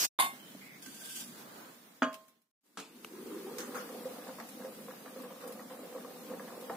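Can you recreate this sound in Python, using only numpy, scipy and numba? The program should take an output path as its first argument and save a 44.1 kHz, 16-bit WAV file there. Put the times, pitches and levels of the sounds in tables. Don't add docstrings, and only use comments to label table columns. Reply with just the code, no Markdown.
import sys
import numpy as np
from scipy import signal
from scipy.fft import rfft, irfft
from scipy.io import wavfile
from scipy.ndimage import uniform_filter1d
from numba import njit

SR = 44100
rng = np.random.default_rng(int(sys.argv[2]) if len(sys.argv) > 2 else 0)


def ratio(d):
    e = np.asarray(d, float) / 20
    return 10 ** e


def int16_out(signal):
    q = np.round(np.clip(np.atleast_2d(signal).T, -1, 1) * 32767)
    wavfile.write(sys.argv[1], SR, q.astype(np.int16))


N = 298116
TIME = np.arange(N) / SR

# (time [s], gain [dB])
SCENE_FADERS = [
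    [(0, 5.5), (.028, 5.5), (.052, 10), (.066, -4.5), (.072, -31), (.083, -44), (.092, -78)],
    [(.187, 4), (.8, 1.5), (1.4, 5.5), (1.7, 2), (2.0, -6.5), (2.2, -6), (2.35, -16.5), (2.46, -27),
     (2.515, -43)],
    [(2.61, -50.5), (2.66, -23), (2.8, -13), (3.0, -2), (3.3, 3), (3.8, 5.5), (4.3, 3.5), (5.5, 1.5),
     (6.76, 3)],
]
# (time [s], peak level [dB], brightness [dB], flurry length [s])
LARGE_BUBBLES = [(3.134, -37, -15, 0.077), (3.297, -62, -15, 0.04), (3.467, -34, -10.5, 0.13),
                 (3.584, -34, -13, 0.096), (3.675, -36.5, -14, 0.052), (3.724, -48, 3, 0.017),
                 (3.747, -31, -21, 0.04), (4.01, -43, -9, 0.018), (4.221, -45, -6, .02),
                 (4.785, -58, -12, 0.017), (5.552, -47, -5.5, 0.017), (5.73, -39, -12, 0.014),
                 (5.914, -51, -5, 0.036), (6.14, -50, -17, .02), (6.516, -44, -4, 0.021),
                 (6.33, -35, -21, .03), (3.944, -49, -20, 0.048), (4.054, -24, -22, 0.023),
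                 (4.159, -44, -4, 0.035), (4.269, -37.5, -6, 0.039), (4.384, -36, -3.5, 0.034),
                 (4.595, -41, -8.5, 0.05), (4.639, -38, -14, 0.052), (4.883, -34.5, -8, 0.034),
                 (5.059, -38, 0.5, 0.02), (5.16, -32.5, -15, 0.034), (5.235, -34.5, -13.5, 0.049),
                 (5.305, -36.5, -5, 0.015), (5.433, -40, -6.5, 0.037), (5.468, -34, -17, 0.039),
                 (5.593, -40, -4, 0.02), (5.706, -38.5, -5, 0.027), (5.832, -34.5, -15, 0.036),
                 (5.950, -30, -18, 0.065), (6.046, -36, -10, 0.01), (6.299, -29.5, -12.5, 0.055),
                 (6.396, -34, -6, 0.011), (6.476, -40, -8, 0.061), (6.621, -44, -8, 0.054),
                 (6.697, -25, -5, 0.03)]


def level(x, db):
    return x * ratio(db) / np.sqrt(np.mean(x ** 2) + 1e-30)


def curve(table, column, off=-120):
    rows = np.array(table, float)
    return np.interp(TIME, rows[:, 0], rows[:, column], off, off)


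def gain_at(table, size):
    hz, db = np.transpose(table)
    bins_hz = np.fft.rfftfreq(size, 1 / SR)
    return ratio(np.interp(np.log(bins_hz + 1), np.log(hz), db))


def diffuse(colour, size=N):
    # (frequency [Hz], side minus mid [dB])
    port_difference = [(60, -6), (110, -14.5), (200, -15), (380, -7.5), (700, -1.5), (1290, -0.5),
                       (2380, 0), (4400, 0), (8120, 0), (15000, -1)]
    mid, side = rfft(rng.standard_normal((2, size))) * gain_at(colour, size)
    mid, side = irfft(np.array([mid, side * gain_at(port_difference, size)]), size)
    return np.array([mid + side, mid - side]) / np.std(mid)


def aimed(x, lag_s, share):
    mid = x.mean(axis=0)
    same = np.array([np.roll(mid, round(lag_s * SR)), mid]) * np.sqrt(2)
    return np.sqrt(share) * same + np.sqrt(1 - share) * x[:, ::-1]


@njit
def svf(x, hz, width):
    y, b, l = np.empty(len(x)), 0., 0.
    for i in range(len(x)):
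        g, k = np.tan(np.pi * hz[i] / SR), width / hz[i]
        v = (b + g * (x[i] - l)) / (1 + g * (g + k))
        b, l, y[i] = 2 * v - b, l + 2 * g * v, k * v
    return y


def band(x, hz, width):
    return signal.lfilter(*signal.iirpeak(hz, hz / width, fs=SR), x)


def walk(rate):
    hold = int(SR / rate)
    steps = rng.standard_normal(4096)[np.arange(N) // hold % 4096]
    return 1.28 * uniform_filter1d(uniform_filter1d(steps, hold), hold)


def add(out, s, piece):
    i = int(s * SR)
    out[:, i:i + piece.shape[1]] += piece[:, :out.shape[1] - i]


def fade(t60, size):
    return np.exp(-np.log(1000) * np.arange(size) / SR / t60)


def bed(colour, db, swell_db, flicker_db):
    noise = diffuse(colour)
    flame = signal.sosfilt(signal.butter(2, 500, fs=SR, output="sos"), noise)
    steam = noise - flame
    return ratio(db) * (flame * ratio(swell_db * walk(6.5)) + steam * ratio(flicker_db * walk(25)))


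def struck(blows, modes, clatter, clatter_t60, crack, lag_s):
    out, t = np.zeros((2, N)), np.arange(SR // 2) / SR
    hz, db, t60 = np.array(modes, float).T[:, :, None]
    decay = np.exp(-np.log(1000) * t / t60)
    clatter_shape = fade(clatter_t60, size=len(t)) + crack * fade(0.0019, size=len(t))
    for s, ring_db, clatter_db, treble_db in blows:
        chance = .75 * rng.standard_normal((len(modes), 3))
        ring = []
        for port in range(2):
            mode_gain = ratio(db + treble_db * (hz > 4100) + 2 * chance[:, port:port + 1])
            phase = 2 * np.pi * hz * (t + port * lag_s) + 0.85 * chance[:, 2:]
            ring.append(np.sum(mode_gain * decay * np.sin(phase), axis=0))
        colour = [(f, d + treble_db * (f > 4100)) for f, d in clatter]
        burst = aimed(diffuse(colour, size=len(t)), lag_s, share=0.39) * clatter_shape
        blow = ratio(ring_db) * np.array(ring) + ratio(clatter_db) * burst
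        add(out, s, blow * np.minimum(t / 0.00083, 1))
    return out


def bursts(events, spread, skirt_db, crest_db, crack, rise_s):
    out, size = np.zeros((2, N)), 16384
    for s, db, hz, t60 in events:
        colour = [(hz / spread ** 2, 1.5 * skirt_db), (hz / spread, skirt_db), (hz, 0),
                  (hz * spread, skirt_db), (hz * spread ** 2, 1.7 * skirt_db), (hz * 8, 2.5 * skirt_db)]
        shape = (fade(t60, size) + crack * fade(0.0099, size)) * (1 - fade(rise_s, size))
        add(out, s, ratio(db - crest_db) * diffuse(colour, size) * shape)
    return out


def sizzle():
    # (frequency [Hz], level per Hz [dB])
    sizzle_colour = [(35, -87), (60, -40), (146, -18.5), (666, -13.5), (1310, -11.5), (1510, -10),
                     (2300, -14), (3040, -9), (3420, -11.5), (6100, -2), (8710, -14), (13000, -10),
                     (16000, -9.5)]
    return aimed(bed(sizzle_colour, -36.5, swell_db=7.5, flicker_db=0.6), lag_s=.00036, share=0.41)


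def knocks():
    # (time [s], peak level [dB], frequency [Hz], 60 dB decay [s])
    knock_events = [(.549, -37.5, 287, 0.032), (.549, -42, 600, 0.025), (1.451, -43, 240, 0.046),
                    (1.452, -52, 480, 0.037), (2.0215, -16, 1385, 0.017), (2.0305, -39.5, 4800, .02),
                    (2.0305, -39, 6430, .025), (2.0212, -33.5, 3370, 0.018), (2.041, -38, 2950, 0.06),
                    (2.0229, -28, 249.6, .08), (4.386, -41, 1100, 0.037), (4.885, -47.5, 1140, .04),
                    (5.474, -38, 503, 0.047), (6.477, -50, 1010, 0.028), (5.44, -46, 1300, .03),
                    (3.0468, -34.5, 1130, 0.007), (4.055, -47, 900, 0.032), (5.059, -51, 1070, 0.022),
                    (5.595, -49, 1010, 0.026), (5.595, -46, 1900, 0.035), (5.705, -45, 900, 0.027),
                    (6.048, -42, 1120, .025), (6.697, -39, 1100, 0.027), (0.003, -42, 55, .15),
                    (0.189, -32, 55.3, 0.13), (0.59, -50, 55, .12), (0.862, -45, 55, .12),
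                    (1.275, -52, 55, .12), (2.021, -38, 55, 0.2), (2.772, -48, 55, .12),
                    (3.047, -46, 55.4, .1), (3.583, -35, 50, .1), (5.478, -43, 55, .15),
                    (5.525, -43, 55, .1), (5.96, -54, 55, .1)]
    out, t = np.zeros((2, N)), np.arange(8192) / SR
    for s, db, hz, t60 in knock_events:
        tone = np.sin(2 * np.pi * hz * t) * fade(t60, size=len(t))
        add(out, s, (ratio(db) * tone * np.minimum(t * hz * 2, 1))[None])
    return out


def open_wok():
    # (frequency [Hz], level per Hz [dB])
    open_colour = [(18, -58), (30, -22.5), (233, 0.5), (374, -10.5), (889, -17), (1130, -17), (1540, -17.5),
                   (2680, -20.5), (3400, -18.5), (5040, -21.5), (13300, -23), (14800, -21), (16000, -17)]
    return bed(open_colour, -55.5, swell_db=3.0, flicker_db=1.37)


def cup():
    # (frequency [Hz], level [dB], 60 dB decay [s])
    cup_modes = [(799, -24, 0.43), (860, -14.5, 0.089), (1010, -7.5, 0.17), (1050, -5.5, 0.18),
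                 (1100, -4.5, 0.25), (1104, -10, 0.23), (1550, -15, 0.1), (2130, -7.5, 0.31),
                 (2620, -21, 0.12), (3580, -12, 0.2), (3670, -2.5, 0.041), (3840, -20.5, 0.22),
                 (4676, -12, 0.071), (7370, -25, 0.25), (7940, -23.5, 0.15), (8452, -21, .19),
                 (9092, -3, .1), (9254, -21.5, .4), (9964, -20.5, .4), (10190, -16.5, .3),
                 (10160, -5.5, 0.13), (10720, -12.5, 0.15), (10950, -13, 0.1), (11280, -25, .17),
                 (12500, -15, .11)]
    # (frequency [Hz], level per Hz [dB])
    cup_clatter = [(59, -48.5), (100, -31.5), (244, -14.5), (492, -23), (752, -4), (818, -4.5),
                   (1080, -6.5), (1250, -36), (1480, -12), (1910, -16), (2270, -13), (4470, -12),
                   (5080, -24), (10700, -11), (16000, -23.5)]
    # (time [s], ring [dB], clatter [dB], extra treble [dB])
    cup_blows = [
        (.1892, -26, -29.5, -11),
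        (.1978, -24, -31, 2.4),
        (.2055, -37.5, -39.5, -4.2),
        (.2205, -32, -36.5, -7),
        (.242, -39.5, -36, -1.5),
        (.252, -42, -43, -4),
    ]
    return struck(cup_blows, cup_modes, cup_clatter, clatter_t60=0.2, crack=1.0, lag_s=0.00026)


def birds():
    # (start [s], end [s], frequency [Hz], width [Hz], level [dB])
    chirps = [
        (0.384, 0.464, 3100, 350, -59.5),
        (0.465, 0.518, 3130, 350, -61),
        (0.603, 0.756, 2160, 400, -56),
    ]
    out = 0
    for start, end, hz, width, db in chirps:
        shape = np.interp(TIME, [start, start + 0.017, end, end + 0.056], [0, 1, 0.9, 0])
        call = band(band(rng.standard_normal((2, N)), hz, width), hz, width)
        out = out + level(call, db) * shape
    return out


def sharp_snaps():
    # (time [s], peak level [dB], centre [Hz])
    snap_events = [(0.6724, -49, 2180), (0.824, -39, 6050), (0.861, -33, 6400), (1.2733, -41, 9600),
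                   (2.1286, -39, 2460), (2.1417, -34.5, 2700), (2.282, -46.5, 12000),
                   (2.4177, -60.5, 11000), (2.66, -68.5, 9000), (3.5832, -27, 6300), (3.6037, -33, 5930),
                   (3.7525, -36, 6500), (4.2788, -42, 7720), (4.4887, -36.5, 9300), (4.747, -44, 7570),
                   (5.221, -39.5, 11600), (5.4772, -34.5, 12000), (5.5227, -35, 11000), (6.6107, -39, 9950)]
    events = [(*snap, 0.1) for snap in snap_events]
    return bursts(events, spread=1.2, skirt_db=-5, crest_db=14.0, crack=1.27, rise_s=0.0033)


def drag():
    # (time [s], pressure level [dB])
    drag_pressure = [(.82, -53.5), (.9, -56.5), (.99, -53), (1.07, -48), (1.14, -46.5), (1.21, -44),
                     (1.27, -54), (1.33, -59.5), (1.5, -88), (1.75, -94)]
    # (frequency [Hz], width [Hz], level [dB])
    rim_modes = [
        (1567, 58, 5.5),
        (3400, 400, -3),
        (4670, 190, -4),
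    ]
    # (time [s], level [dB])
    air_push = [(1.25, -91), (1.4, -62.5), (1.55, -57), (1.7, -60.5), (1.8, -89), (1.95, -70)]
    grit = ratio(1.5 * walk(120))
    rasp = diffuse([(1500, -22.5), (3100, 0.5), (4050, -8.5), (5000, -2), (9000, 0.5), (16000, -7.5)]) * grit
    push = rng.standard_normal((2, N)) * grit
    rim, *overtones = (ratio(db) * level(band(band(push, hz, w), hz, 2 * w), 0) for hz, w, db in rim_modes)
    pressure_db = curve(drag_pressure, 1, off=-200)
    ring_gain = ratio(-65.5 + 0.48 * (pressure_db + 44.0) + 4.4 * walk(12))
    air = diffuse([(200, -9.5), (400, -1.0), (900, -5.5), (1500, -5.5), (2500, -27.0)])
    air = air * ratio(curve(air_push, 1) + 2.0 * walk(25))
    scrape = ratio(curve(drag_pressure, 1)) * (rasp + ratio(-7.5) * sum(overtones))
    return scrape + ring_gain * rim + air


def bumps():
    # (time [s], peak level [dB], centre [Hz], 60 dB decay [s])
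    bump_events = [
        (0.864, -37, 255, 0.41),
        (0.898, -40, 274, 0.22),
        (1.298, -40, 245, 0.1),
        (1.451, -41, 214, 0.23),
        (2.358, -56.5, 336, 0.063),
        (3.046, -34, 425, 0.075),
        (3.583, -46, 218, 0.12),
        (5.5, -44, 487, 0.063),
    ]
    return bursts(bump_events, spread=1.42, skirt_db=-20.0, crest_db=12.5, crack=0.21, rise_s=0.022)


def lid():
    # (frequency [Hz], level [dB], 60 dB decay [s])
    lid_modes = [(254, -0.5, 0.18), (273, -4.5, 0.21), (425, -21.5, 0.31), (561, -14.5, 0.17),
                 (640, -6.5, 0.37), (805, -20.5, 0.062), (820, 6, 0.03), (870, -13.5, 0.302),
                 (1060, -7, 0.44), (1230, -4, 0.23), (1346, 2, .08), (1450, 9.5, 0.017), (1535, -11, .19),
                 (1644, -9.5, 0.24), (1840, -10.5, 0.14), (2170, -13.5, 0.09), (2440, -17, 0.18),
                 (2864, -23, .3), (2972, -18.5, 0.15), (3270, -17.5, 0.3), (4204, -40, .3),
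                 (4660, -31.5, 0.35), (5970, -28, 0.23), (6570, -29, 0.18), (6901, -33, .3)]
    # (frequency [Hz], level per Hz [dB])
    lid_clatter = [(59, -50), (100, -33.5), (234, 5.5), (406, -16), (595, 7), (950, -23.5), (1080, 1.5),
                   (1610, -2), (2040, -13), (2930, -13.5), (4870, -29), (5420, -30.5), (6700, -21),
                   (8200, -35), (16000, -55.5)]
    # (time [s], ring [dB], clatter [dB], extra treble [dB])
    lid_blows = [
        (2.0208, -26.5, -34.5, -0.5),
        (2.0272, -41.5, -36.5, 3),
        (2.0316, -44, -41, -2.5),
    ]
    return struck(lid_blows, lid_modes, lid_clatter, clatter_t60=0.25, crack=1.6, lag_s=.00005)


def closed_wok():
    # (frequency [Hz], level per Hz [dB])
    closed_colour = [(30, -5.5), (112, -19), (220, 0), (345, -12.5), (700, -19), (1220, -19.5),
                     (2120, -22.5), (4000, -22), (6550, -25), (11000, -23), (14800, -23.5), (16000, -22.5)]
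    return bed(closed_colour, -54.5, swell_db=-1.5, flicker_db=-0.3)


def puffs():
    # (time [s], peak level [dB], centre [Hz], 60 dB decay [s])
    puff_events = [
        (3.58, -39, 1450, 0.34),
        (3.60, -37, 6300, 0.21),
        (3.74, -33.5, 1320, 0.35),
        (3.745, -45, 6000, 0.27),
        (2.63, -68, 285, 4.6),
        (5.40, -41.5, 1180, 0.23),
    ]
    return bursts(puff_events, spread=1.33, skirt_db=-9.5, crest_db=3.5, crack=0, rise_s=0.14)


def ladle():
    # (frequency [Hz], level [dB], 60 dB decay [s])
    ladle_modes = [(282, -12.5, 0.47), (443, -7.5, 0.26), (1053, -8.5, 0.39), (1300, 10.5, 0.016),
                   (1598, -10, 0.34)]
    # (frequency [Hz], level per Hz [dB])
    ladle_clatter = [(35, -65), (60, -48), (180, -2), (437, -7), (579, -9), (1310, -9), (1780, -21),
                     (2470, -9), (4220, -17), (8120, -18), (16000, -36)]
    # (time [s], ring [dB], clatter [dB], extra treble [dB])
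    ladle_blows = [
        (2.7722, -42.5, -46, 1.5),
        (2.7755, -54, -53, -1),
        (2.79, -46, -53.5, 1),
    ]
    return struck(ladle_blows, ladle_modes, ladle_clatter, clatter_t60=0.39, crack=1.7, lag_s=.00002)


def ticks():
    # (time [s], peak level [dB], centre [Hz], 60 dB decay [s])
    tick_events = [(3.0465, -41, 1200, 0.015), (6.697, -54, 890, 0.023), (4.1, -47, 1100, 0.027),
                   (6.477, -54, 1000, 0.025), (2.8, -44, 1450, 0.035), (6.047, -48, 1300, 0.017),
                   (3.0465, -35, 2400, 0.019), (4.4, -40, 1900, .05), (5.2, -47, 1150, .08),
                   (2.8, -47, 6200, .04), (3.605, -50, 4500, 0.12)]
    return bursts(tick_events, spread=1.2, skirt_db=-8.5, crest_db=5.0, crack=0.37, rise_s=0.0018)


def pops(rate, uneven_db):
    chance = rng.random((3, N))
    size = ratio(uneven_db * np.minimum(-np.log(chance[1] + 1e-9), 3)) * np.sign(chance[2] - .5)
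    return level((chance[0] < rate / SR) * size * ratio(2.0 * walk(30)), 0)


def flurries():
    out, t = np.zeros((2, N)), np.arange(SR // 2) / SR
    for s, db, bright_db, length in LARGE_BUBBLES:
        shape = (1 - np.exp(-t / 0.0064)) * np.exp(-t / length)
        flurry_db = -36 + 0.51 * (db + 36) - 11.5
        add(out, s, ratio(flurry_db) * shape * np.array([[1], [ratio(bright_db + 7)]]))
    return out


def blips():
    out, t = np.zeros((1, N)), np.arange(1024) / SR
    ring_cycles, glide, per_s = 4.16, 0.23, 70
    for when, tune, size in rng.random((int(per_s * N / SR), 3)):
        cycles = 1100 * 2 ** (0.6 * (2 * tune - 1)) * t
        tone = np.sin(2 * np.pi * cycles * (1 + glide * cycles / ring_cycles / 2))
        tone = tone * np.exp(-cycles / ring_cycles * 2)
        add(out, when * N / SR, (tone * np.minimum(cycles, 1) * ratio(-14 * size))[None])
    return level(out[0], 0)


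def glugs(pocket_hz):
    out, t = np.zeros((1, N)), np.arange(4096) / SR
    for (s, db, bright_db, _), size in zip(LARGE_BUBBLES, rng.standard_normal(len(LARGE_BUBBLES))):
        hz = pocket_hz[int(s * SR)] * (1.052 + 0.055 * size)
        shape = np.exp(-t * hz / 4.84) * (1 - np.exp(-t / 0.0041))
        tone = np.sin(2 * np.pi * hz * t * (1 + 0.52 * t)) * shape * ratio(4.0)
        slap = band(band(rng.standard_normal(len(t)), 1080, 410), 710, 2040)
        slap = level(slap, 0) * fade(0.037, size=len(t))
        bubble = (tone + ratio(bright_db) * slap) * np.minimum(t / 0.00067, 1)
        add(out, s, ratio(db - 5.5) * bubble[None])
    return out[0]


def boil():
    # (time [s], level [dB], pitch of the steam pocket [Hz])
    simmer = [
        (2.9, -65, 356),
        (3.32, -43, 384),
        (3.55, -47, 451),
        (4.15, -51, 484),
        (4.36, -57.5, 516),
        (5.09, -56.5, 458),
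        (5.21, -54.5, 501),
        (6.76, -51, 474),
    ]
    # (frequency [Hz], width [Hz], level [dB])
    wok_modes = [
        (240, 60, -3.5),
        (758, 120, -1),
        (1155, 260, -9),
        (1270, 820, -10.5),
    ]
    pocket_hz = curve(simmer, 2, off=370)
    simmer_db = curve(simmer, 1)
    flurry, shine = flurries()
    pocket = svf(pops(700, uneven_db=1.0), pocket_hz * (1 + 0.022 * walk(40)), 160.0)
    pocket = level(svf(pocket, pocket_hz, 210.0), -1.3)
    wok, *upper = (level(band(band(pops(400, uneven_db=3.5), hz, width), hz, 2 * width), db)
                   for hz, width, db in wok_modes)
    full = np.clip((TIME - 3.8) / 0.14 + 1, 0, 1)
    boom_db = -57 + 0.2 * (simmer_db + 44.5) + 2.5 * walk(15) - 5.8 * (0.5 - full)
    boom = ratio(boom_db) * (TIME > simmer[0][0])
    bright = sum(upper) + ratio(-7) * blips()
    mix = (pocket * np.hypot(ratio(simmer_db), flurry)
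           + wok * np.hypot(boom, ratio(-2.5) * flurry)
           + bright * np.hypot(ratio(simmer_db - 8) * (0.51 + 0.52 * full), shine))
    return mix - 0.99 * (1 - full) * band(mix, 670, 300) + glugs(pocket_hz)


def shelter(x):
    tail = diffuse([(100, 1), (10000, -6.5)], size=16384) * fade(0.22, size=16384)
    tail = tail * ratio(-6) / np.sqrt(np.sum(tail ** 2, axis=1, keepdims=True))
    return x + signal.fftconvolve(x[None], tail)[:, :N]


def scene():
    fader = [ratio(curve(part, 1, off=-200)) for part in SCENE_FADERS]
    beds = fader[0] * sizzle() + fader[1] * open_wok() + fader[2] * closed_wok()
    metal = cup() + lid() + ladle()
    small = sharp_snaps() + bumps() + puffs() + ticks() + knocks()
    stew = shelter(boil())
    sounding = (TIME < 2.515) | (TIME > 2.61)
    pan = ratio(1.24 / 2 * np.array([[-1], [1]]) * (TIME < 2.56))
    return pan * (beds + sounding * (metal + small + drag() + birds() + stew))


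def starved(x, floor, spread):
    hz, _, z = signal.stft(x, SR, nperseg=2048)
    power = np.sum(np.abs(z) ** 2, axis=0) + 1e-30
    budget = rng.standard_normal((len(hz) // 8 + 1, z.shape[2]))
    budget = uniform_filter1d(budget, size=2) * np.sqrt(2)
    budget = np.repeat(budget, 8, axis=0)[:len(hz)]
    share = np.interp(hz, [2100, 3200, 9000, 14000], [0, 1, 1, .4])[:, None]
    around = uniform_filter1d(power, size=48, axis=0)
    keep = power > share * floor * np.exp(spread * budget) * around
    treble = power[hz > 2000].sum(axis=0)
    attack = treble > 3 * np.roll(treble, 1)
    keep[:, attack | np.roll(attack, 1)] = True
    return signal.istft(z * keep, SR, nperseg=2048)[1][:, :N]


def top_cut(x):
    return signal.sosfilt(signal.butter(12, 16810, fs=SR, output="sos"), x)


def record(dry):
    high = signal.sosfilt(signal.butter(3, 150, "high", fs=SR, output="sos"), dry)
    heard = starved(high + ratio(-29.5) * dry, floor=.65, spread=1.45)
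    on_air = sum(curve(part, 1, off=-200) > -200 for part in SCENE_FADERS)
    heard = (heard + ratio(-91) * rng.standard_normal((2, N))) * on_air
    mix = signal.sosfilt(signal.ellip(10, .2, 70, 15480, fs=SR, output="sos"), heard)
    return top_cut(mix)


dry = scene()
out = record(dry)
int16_out(out)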